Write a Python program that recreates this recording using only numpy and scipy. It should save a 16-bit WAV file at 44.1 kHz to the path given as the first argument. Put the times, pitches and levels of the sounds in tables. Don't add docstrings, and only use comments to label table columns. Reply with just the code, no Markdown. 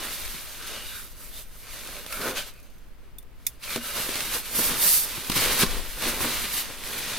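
import sys
import numpy as np
from scipy import signal
from scipy.fft import rfft, irfft
from scipy.io import wavfile
from scipy.ndimage import uniform_filter1d

SR = 44100
rng = np.random.default_rng(int(sys.argv[2]) if len(sys.argv) > 2 else 0)


def wav_record(signal):
    frames = np.transpose(np.atleast_2d(signal))
    bounded = np.clip(frames, -1, 1)
    quanta = np.round(bounded * 32767).astype(np.int16)
    wavfile.write(sys.argv[1], SR, quanta)


N = 316638
T = np.arange(N) / SR

# frequency in Hz, spectral level in dB.
NYLON_CRACK = [(400, -19), (1200, 5.5), (2500, 10.5), (4200, 10.5), (7200, 1), (10300, 4), (13300, 1),
               (16000, -5)]
# frequency in Hz, side minus mid in dB.
STEREO_WIDTH = [(100, -9), (300, -15.5), (1000, -15.5), (2000, -15.5), (4000, -7), (8000, -2), (13000, 2.5)]


def undb(db):
    return 10 ** (np.asarray(db) / 20)


def unit(x):
    return x / np.sqrt(np.mean(x ** 2))


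def colour(x, points):
    hz, db = np.transpose(points)
    f = np.maximum(np.fft.rfftfreq(x.shape[-1], 1 / SR), 1)
    gain = undb(np.interp(np.log(f), np.log(hz), db))
    return irfft(rfft(x) * gain, x.shape[-1])


def wander(rate):
    hold = max(int(SR / rate), 1)
    steps = np.repeat(rng.standard_normal(N // hold + 1), hold)
    return unit(uniform_filter1d(steps, hold)[:N])


def grains(rate, spread_db):
    happens = rng.random((2, N)) < rate / SR
    size = undb(spread_db * np.minimum(rng.exponential(size=(2, N)), 5))
    return unit(happens * size * np.sign(rng.standard_normal((2, N))))


def stereo(pair, spectrum):
    mid, side = colour(pair, spectrum)
    side = colour(side, STEREO_WIDTH)
    return np.array([mid + side, mid - side]) / np.std(mid)


def resonate(x, hz, width_hz):
    b, a = signal.iirpeak(hz, hz / width_hz, fs=SR)
    return signal.lfilter(b, a, signal.lfilter(b, a, x))


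def ring(modes, t):
    out = 0
    for hz, db, t60 in modes:
        lead_s = rng.uniform(-6.7e-6, 4e-5, (2, 1))
        out = out + undb(db) * np.exp(-np.log(1000) * t / t60) * np.sin(2 * np.pi * hz * (t + lead_s))
    return out


def air(breeze_db=-44.5, gust_right_db=-8, hush_db=-54, diffuse_db=-5):
    # frequency in Hz, spectral level in dB.
    buffet_spectrum = [(10, 5), (25, 4.5), (48, -3), (80, -10.5), (130, -28.5), (250, -35), (600, -45.5)]
    hush_and_mic_spectrum = [(30, -2), (60, -9), (120, -11.5), (250, -15.5), (480, -19.5), (750, -25.5),
                             (1300, -25.5), (2600, -29), (5000, -38.5), (7200, -54), (11800, -49),
                             (13300, -38), (14500, -47), (16000, -54)]
    # peak time in seconds, level in dB, half length in seconds.
    wafts = [(0.265, -35, 0.064), (4.28, -46, 0.32), (4.7, -36.5, .1), (5.426, -29.5, 0.11),
             (5.753, -28, 0.13), (6.157, -36, 0.19), (6.412, -34, 0.09)]
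    gusts = sum(undb(db) * np.exp(-np.minimum(((T - s) / half) ** 2, 20)) for s, db, half in wafts)
    flow = np.hypot(undb(breeze_db), np.array([gusts, gusts * undb(gust_right_db)]))
    buffets = unit(colour(rng.standard_normal((2, N)), buffet_spectrum))
    mid, side = unit(colour(rng.standard_normal((2, N)), hush_and_mic_spectrum))
    hush = mid + undb(diffuse_db) * np.array([side, -side])
    return buffets * flow * undb(0.58 * wander(10)) + undb(hush_db) * hush


def stroke_levels(swell_power=2.04, fade_power=1.5, resting_db=-75):
    # peak time, swell and fade
    # in seconds, rubbing level in dB, hiss and flutter in dB relative to the rubbing.
    strokes = [ (0.03, 0.07, 0.095, -39, -9, -1), (0.2, 0.36, 0.52, -40, -1, -12),
               (0.74, 0.17, .13, -40, -8.5, -9.5), (0.95, 0.16, 0.15, -45, 2.5, -11),
               (1.23, 0.082, 0.15, -51, 4.5, -5.5), (1.39, 0.082, 0.056, -47, 2, -26),
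               (1.58, 0.11, 0.13, -54, 3.5, -8), (1.76, 0.13, 0.16, -43.5, -3, -13),
               (1.951, 0.15, .11, -42.5, -2.5, -4.5), (2.15, 0.089, 0.13, -42.5, 3.5, -18),
               (2.287, 0.084, 0.052, -38, -3, 5.5), (2.379, 0.031, 0.052, -34, -7, -13),
               (2.48, 0.044, 0.031, -43.5, -3, -10), (2.58, 0.13, 0.26, -58.5, -1, -7),
               (3.05, 0.062, 0.062, -67, -10, 3), (3.52, 0.13, 0.054, -57.5, 0, -5),
               (3.752, 0.095, 0.042, -35, -3, -10), (3.88, 0.073, 0.095, -37.5, -0.5, -12),
               (3.99, 0.06, 0.11, -34, -1, -6), (4.18, 0.16, 0.25, -35, -3, -7.5),
               (4.351, .045, 0.044, -34.5, 1.5, -4.5), (4.47, 0.036, 0.088, -40.5, -1, -19),
               (4.61, 0.082, 0.11, -33.5, 7, -3.5), (4.73, 0.15, 0.12, -33.5, -15, -3),
               (4.87, 0.086, 0.059, -32, 7.5, -12), (4.951, 0.071, 0.076, -36.5, 15.5, -30),
               (5.17, 0.26, 0.41, -38, -3, -7.5), (5.372, 0.028, 0.035, -28.5, -1, -12),
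               (5.43, 0.045, 0.074, -28, -4.5, -5.5), (5.54, 0.13, 0.093, -30, -5, -2.5),
               (5.63, 0.041, 0.013, -23.5, -3.5, -6), (5.72, 0.17, 0.16, -36.5, -5.5, -1.5),
               (5.97, 0.14, 0.077, -43.5, 1, -8), (6.07, 0.073, 0.099, -31, -5, -3),
               (6.24, 0.071, 0.11, -34.5, -1.5, -0.5), (6.38, 0.2, 0.2, -33.5, -4.5, -8),
               (6.59, 0.089, 0.047, -34.5, 3.5, -24), (6.709, 0.21, 0.096, -42, -13, -4),
               (6.969, 0.21, 0.24, -37.5, -2.5, -5), (7.16, 0.2, 0.17, -35.5, -13, -9.5)]
    power = np.full((3, N), undb(resting_db) ** 2)
    for s, swell, fade, rub_db, hiss_db, folds_db in strokes:
        away_s = np.abs(T - s)
        falloff = np.where(T < s, (away_s / swell) ** swell_power, (away_s / fade) ** fade_power)
        peaks = undb([[rub_db], [rub_db + hiss_db], [rub_db + folds_db]])
        power += (peaks * np.exp(-np.minimum(falloff, 20))) ** 2
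    return 10 * np.log10(power)


def buckles(rate, spread_db, fade_s):
    pops = grains(rate, spread_db)[0] ** 2
    energy = signal.lfilter([1], [1, -np.exp(-1 / (fade_s * SR))], pops + 1e-18)
    return unit(np.sqrt(energy) * rng.standard_normal((2, N)))


def sliding(rub_db, hiss_db):
    # frequency in Hz, spectral level in dB.
    rub_spectrum = [(300, -4), (520, -18), (750, -7.5), (1050, -1), (1500, -1.5), (1950, 1), (2600, 0.5),
                    (3900, 1.5), (5000, -3), (6200, -5), (7200, -7), (10000, -6), (16000, -39)]
    hiss_and_mic_spectrum = [(2000, -19.5), (4500, -4.5), (6200, -5), (7100, -6), (8500, -3.5),
                             (10300, -0.5), (11800, -3.5), (12700, 1.5), (13350, 2.5), (14100, -1.5),
                             (15700, -13), (17000, -37)]
    speed = undb(0.36 * (rub_db - rub_db.max()))
    rub = stereo(grains(rate=18000 * speed, spread_db=1.4), rub_spectrum)
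    rub *= undb(rub_db - 1 + 0.29 * wander(50))
    creases = stereo(buckles(rate=450 * speed, spread_db=5, fade_s=0.0011), NYLON_CRACK)
    creases *= undb(rub_db - 11.5)
    hiss = stereo(grains(rate=30000 * speed, spread_db=1), hiss_and_mic_spectrum)
    hiss *= undb(hiss_db - 1 + 1.6 * wander(60))
    return rub + creases + hiss


def near_reflections(x, mirror_db=-18):
    out = x
    for lag_s in (.0012, .0023, .0037):
        emitted_s = T - lag_s * (1 + .1 * wander(4))
        out = out + undb(mirror_db) * np.array([np.interp(emitted_s, T, channel) for channel in x])
    return out * np.std(x) / np.std(out)


def crinkles(rub_db, relative_db=-12):
    pops = buckles(rate=77, spread_db=0.1, fade_s=0.0021)
    return stereo(pops, NYLON_CRACK) * undb(rub_db + relative_db)


def flutter(folds_db):
    # frequency in Hz, spectral level in dB.
    pat_spectrum = [(50, -27), (110, -5), (170, -9.5), (240, -2.5), (320, -6.5), (480, -3.5), (720, -10.5),
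                    (1080, -7), (2000, -12.5), (5000, -26)]
    return stereo(grains(rate=1100, spread_db=1.5), pat_spectrum) * undb(folds_db + 1.36 * wander(40))


def pad_rub(rub_db, wander_db=6):
    # time in seconds, level in dB relative to the rubbing.
    contact = [(0, -8.5), (.75, -4.5), (1.9, -6.5), (2.15, 2.5), (2.5, -5), (3.8, -4), (4.5, -10.5),
               (7.18, -9.5)]
    # frequency in Hz, width of one band-pass in Hz, gain in dB.
    skin_resonances = [(446, 36, -3.5), (593, 145, -3), (1337, 245, -1.5), (1494, 190, -0.5),
                       (2340, 530, -1), (2847, 54, 3), (3670, 330, -3), (4600, 510, -4.5), (6320, 210, -1)]
    contact_db = np.interp(T, *np.transpose(contact))
    slips, skin = grains(rate=2300, spread_db=4), 0
    for hz, width_hz, db in skin_resonances:
        skin = skin + resonate(slips, hz, width_hz) * undb(db + wander_db * np.tanh(wander(14)))
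    return stereo(skin, [(150, 14), (400, 1.5), (6500, -5), (12000, -2)]) * undb(rub_db + contact_db)


def flaps(swell_over_fade=0.33):
    # peak time in seconds, thud level in dB, crack level in dB, fade in seconds.
    jerks = [(0.344, -39, -44, 0.01), (1.874, -46, -35, .004), (2.064, -36, -33.5, .003),
             (2.126, -41, -28.5, 0.0036), (2.215, -36, -33.5, 0.013), (3.638, -69, -35.5, 0.025),
             (3.761, -25.5, -25.5, .004), (3.859, -49, -37, 0.0067), (4.092, -29, -30, .0037),
             (4.157, -29, -26, 0.0027), (4.206, -51, -24.5, .004), (4.591, -31, -37, 0.012),
             (4.714, -34.5, -36, 0.018), (5.175, -35.5, -45, .01), (5.299, -17.5, -19.5, 0.0032),
             (5.319, -31, -25, 0.011), (5.365, -29, -31, 0.02), (5.634, -18.5, -33, 0.008),
             (6.207, -28, -46, 0.0072), (6.248, -29, -38, 0.011), (6.44, -41, -38, 0.012)]
    # frequency in Hz, spectral level in dB.
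    thud_spectrum = [(60, -1), (150, 3.5), (250, 3.5), (330, 4.5), (450, -4), (720, -11), (1080, 1.5),
                     (2000, -22), (4000, -16), (12000, -42)]
    thud, crack = np.zeros((2, N))
    for s, thud_db, crack_db, fade in jerks:
        falloff = np.maximum((s - T) / swell_over_fade, T - s) / fade
        envelope = np.exp(-np.minimum(falloff, 20))
        thud += undb(thud_db) * envelope
        crack += undb(crack_db) * envelope
    filling = stereo(grains(rate=8400, spread_db=2.5), thud_spectrum)
    shell = stereo(grains(rate=13000, spread_db=-1.5), NYLON_CRACK)
    return thud * filling + crack * shell


def pad_squeaks(width_hz=300):
    # peak time in seconds, frequency in Hz, level in dB, half length in seconds.
    catches = [(0.797, 2900, -47.5, 0.15), (0.92, 3760, -47, 0.096), (0.957, 1500, -46, 0.05),
               (1.37, 3550, -50, 0.045), (2.146, 1360, -41.5, 0.036), (2.263, 1450, -37, 0.058),
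               (2.278, 456, -35.5, 0.067), (2.385, 3100, -38, 0.023), (2.575, 2520, -62, 0.053)]
    out, count = np.zeros(N), SR // 2
    for s, hz, db, half in catches:
        start = int(s * SR) - count // 2
        span = slice(start, start + count)
        squeak = unit(resonate(rng.standard_normal(count), hz, width_hz))
        out[span] += squeak * undb(db) * np.exp(-((T[span] - s) / half) ** 2)
    return out


def clip_clicks(crack_s=0.0052, rise_s=0.0016):
    clicks = [(2.536, -54, .9), (2.598, -54, .9), (2.627, -56, .9), (2.699, -59, .9), (2.781, -58, .7),
              (3.1832, -33.5, 0.2), (3.226, -55, .7), (3.425, -58, 0.6), (3.4655, -21, 0.98)]
    clip_modes = [(3565, 1.5, 0.026), (5500, -13, 0.022), (6100, -14, .03), (7840, -14, 0.043),
                  (8880, 0, 0.023), (9700, -5, 0.043), (10500, -6, 0.032), (12000, -7, .028),
                  (13400, -3, 0.036), (13800, 2, 0.033), (14250, -11, .03)]
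    # frequency in Hz, spectral level in dB.
    snap_spectrum = [(500, -26), (1750, -13), (2100, -2), (2500, 0), (3050, -19), (3600, -5), (4300, -2.5),
                     (6400, 1), (8000, -4), (10600, -1), (13400, 1), (16000, -3.5)]
    t, out = T[:SR // 8], np.zeros((2, N))
    onset = 1 - np.exp(-(t / rise_s) ** 2)
    for s, db, hardness in clicks:
        crack = stereo(rng.standard_normal((2, len(t))), snap_spectrum) * np.exp(-t / crack_s)
        click = 0.8 * ring(clip_modes, t) + 1.97 * hardness * crack
        start = int(s * SR)
        out[:, start:start + len(t)] += undb(db) * click * onset
    return out


def pad_bumps(push_s=0.0029):
    # start in seconds, level in dB.
    bumps = [(3.76, -24), (3.7681, -23), (4.589, -19.5), (4.713, -29), (5.296, -32), (5.633, -30),
             (6.059, -25), (6.245, -21.5)]
    # frequency in Hz, level in dB, 60 dB decay time in seconds.
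    chamber_modes = [(240, -10.5, 0.16), (302, 0.5, 0.063), (394, 4.5, 0.026), (474, -7, 0.044),
                     (630, -6, .045)]
    t, out = T[:SR // 5], np.zeros((2, N))
    for s, db in bumps:
        start = int(s * SR)
        out[:, start:start + len(t)] += undb(db) * ring(chamber_modes, t) * (1 - np.exp(-t / push_s))
    return out


def tent(x, t60, wet_db, first_s):
    t = T[:SR // 5]
    onset = np.clip(t / first_s - 1, 0, 1)
    echo = rng.standard_normal((2, len(t))) * np.exp(-np.log(1000) * t / t60) * onset
    echo /= np.sqrt(np.sum(echo ** 2, axis=1, keepdims=True))
    mid, side = signal.fftconvolve(x, echo, axes=1)[:, :N]
    side = colour(side, STEREO_WIDTH)
    return x + undb(wet_db) * np.array([mid + side, mid - side])


def scene(uneven_db=0.24, left_minus_right_db=-0.6):
    rub_db, hiss_db, folds_db = stroke_levels() + uneven_db * wander(28)
    cloth = near_reflections(sliding(rub_db, hiss_db)) + crinkles(rub_db) + flutter(folds_db) + flaps()
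    pad = pad_rub(rub_db) + pad_squeaks() + pad_bumps()
    pan = undb([[left_minus_right_db / 2], [-left_minus_right_db / 2]])
    bedding = tent((cloth + pad) * pan, t60=0.11, wet_db=-13, first_s=0.0033)
    clip = tent(clip_clicks(), t60=0.071, wet_db=-18.5, first_s=0.0076)
    return bedding + clip + air()


def record(dry, top_hz=15900):
    # frequency in Hz, left minus right in dB.
    imbalance = [(100, 1.3), (1000, 0), (3000, 1.2), (5500, 1), (9000, -1.5), (14000, -2.5)]
    left = colour(dry[0], [(hz, db / 2) for hz, db in imbalance])
    right = colour(dry[1], [(hz, -db / 2) for hz, db in imbalance])
    low_pass = signal.ellip(10, .2, 70, top_hz, fs=SR, output="sos")
    return signal.sosfilt(low_pass, np.array([left, right]))


dry = scene()
out = record(dry)
wav_record(out)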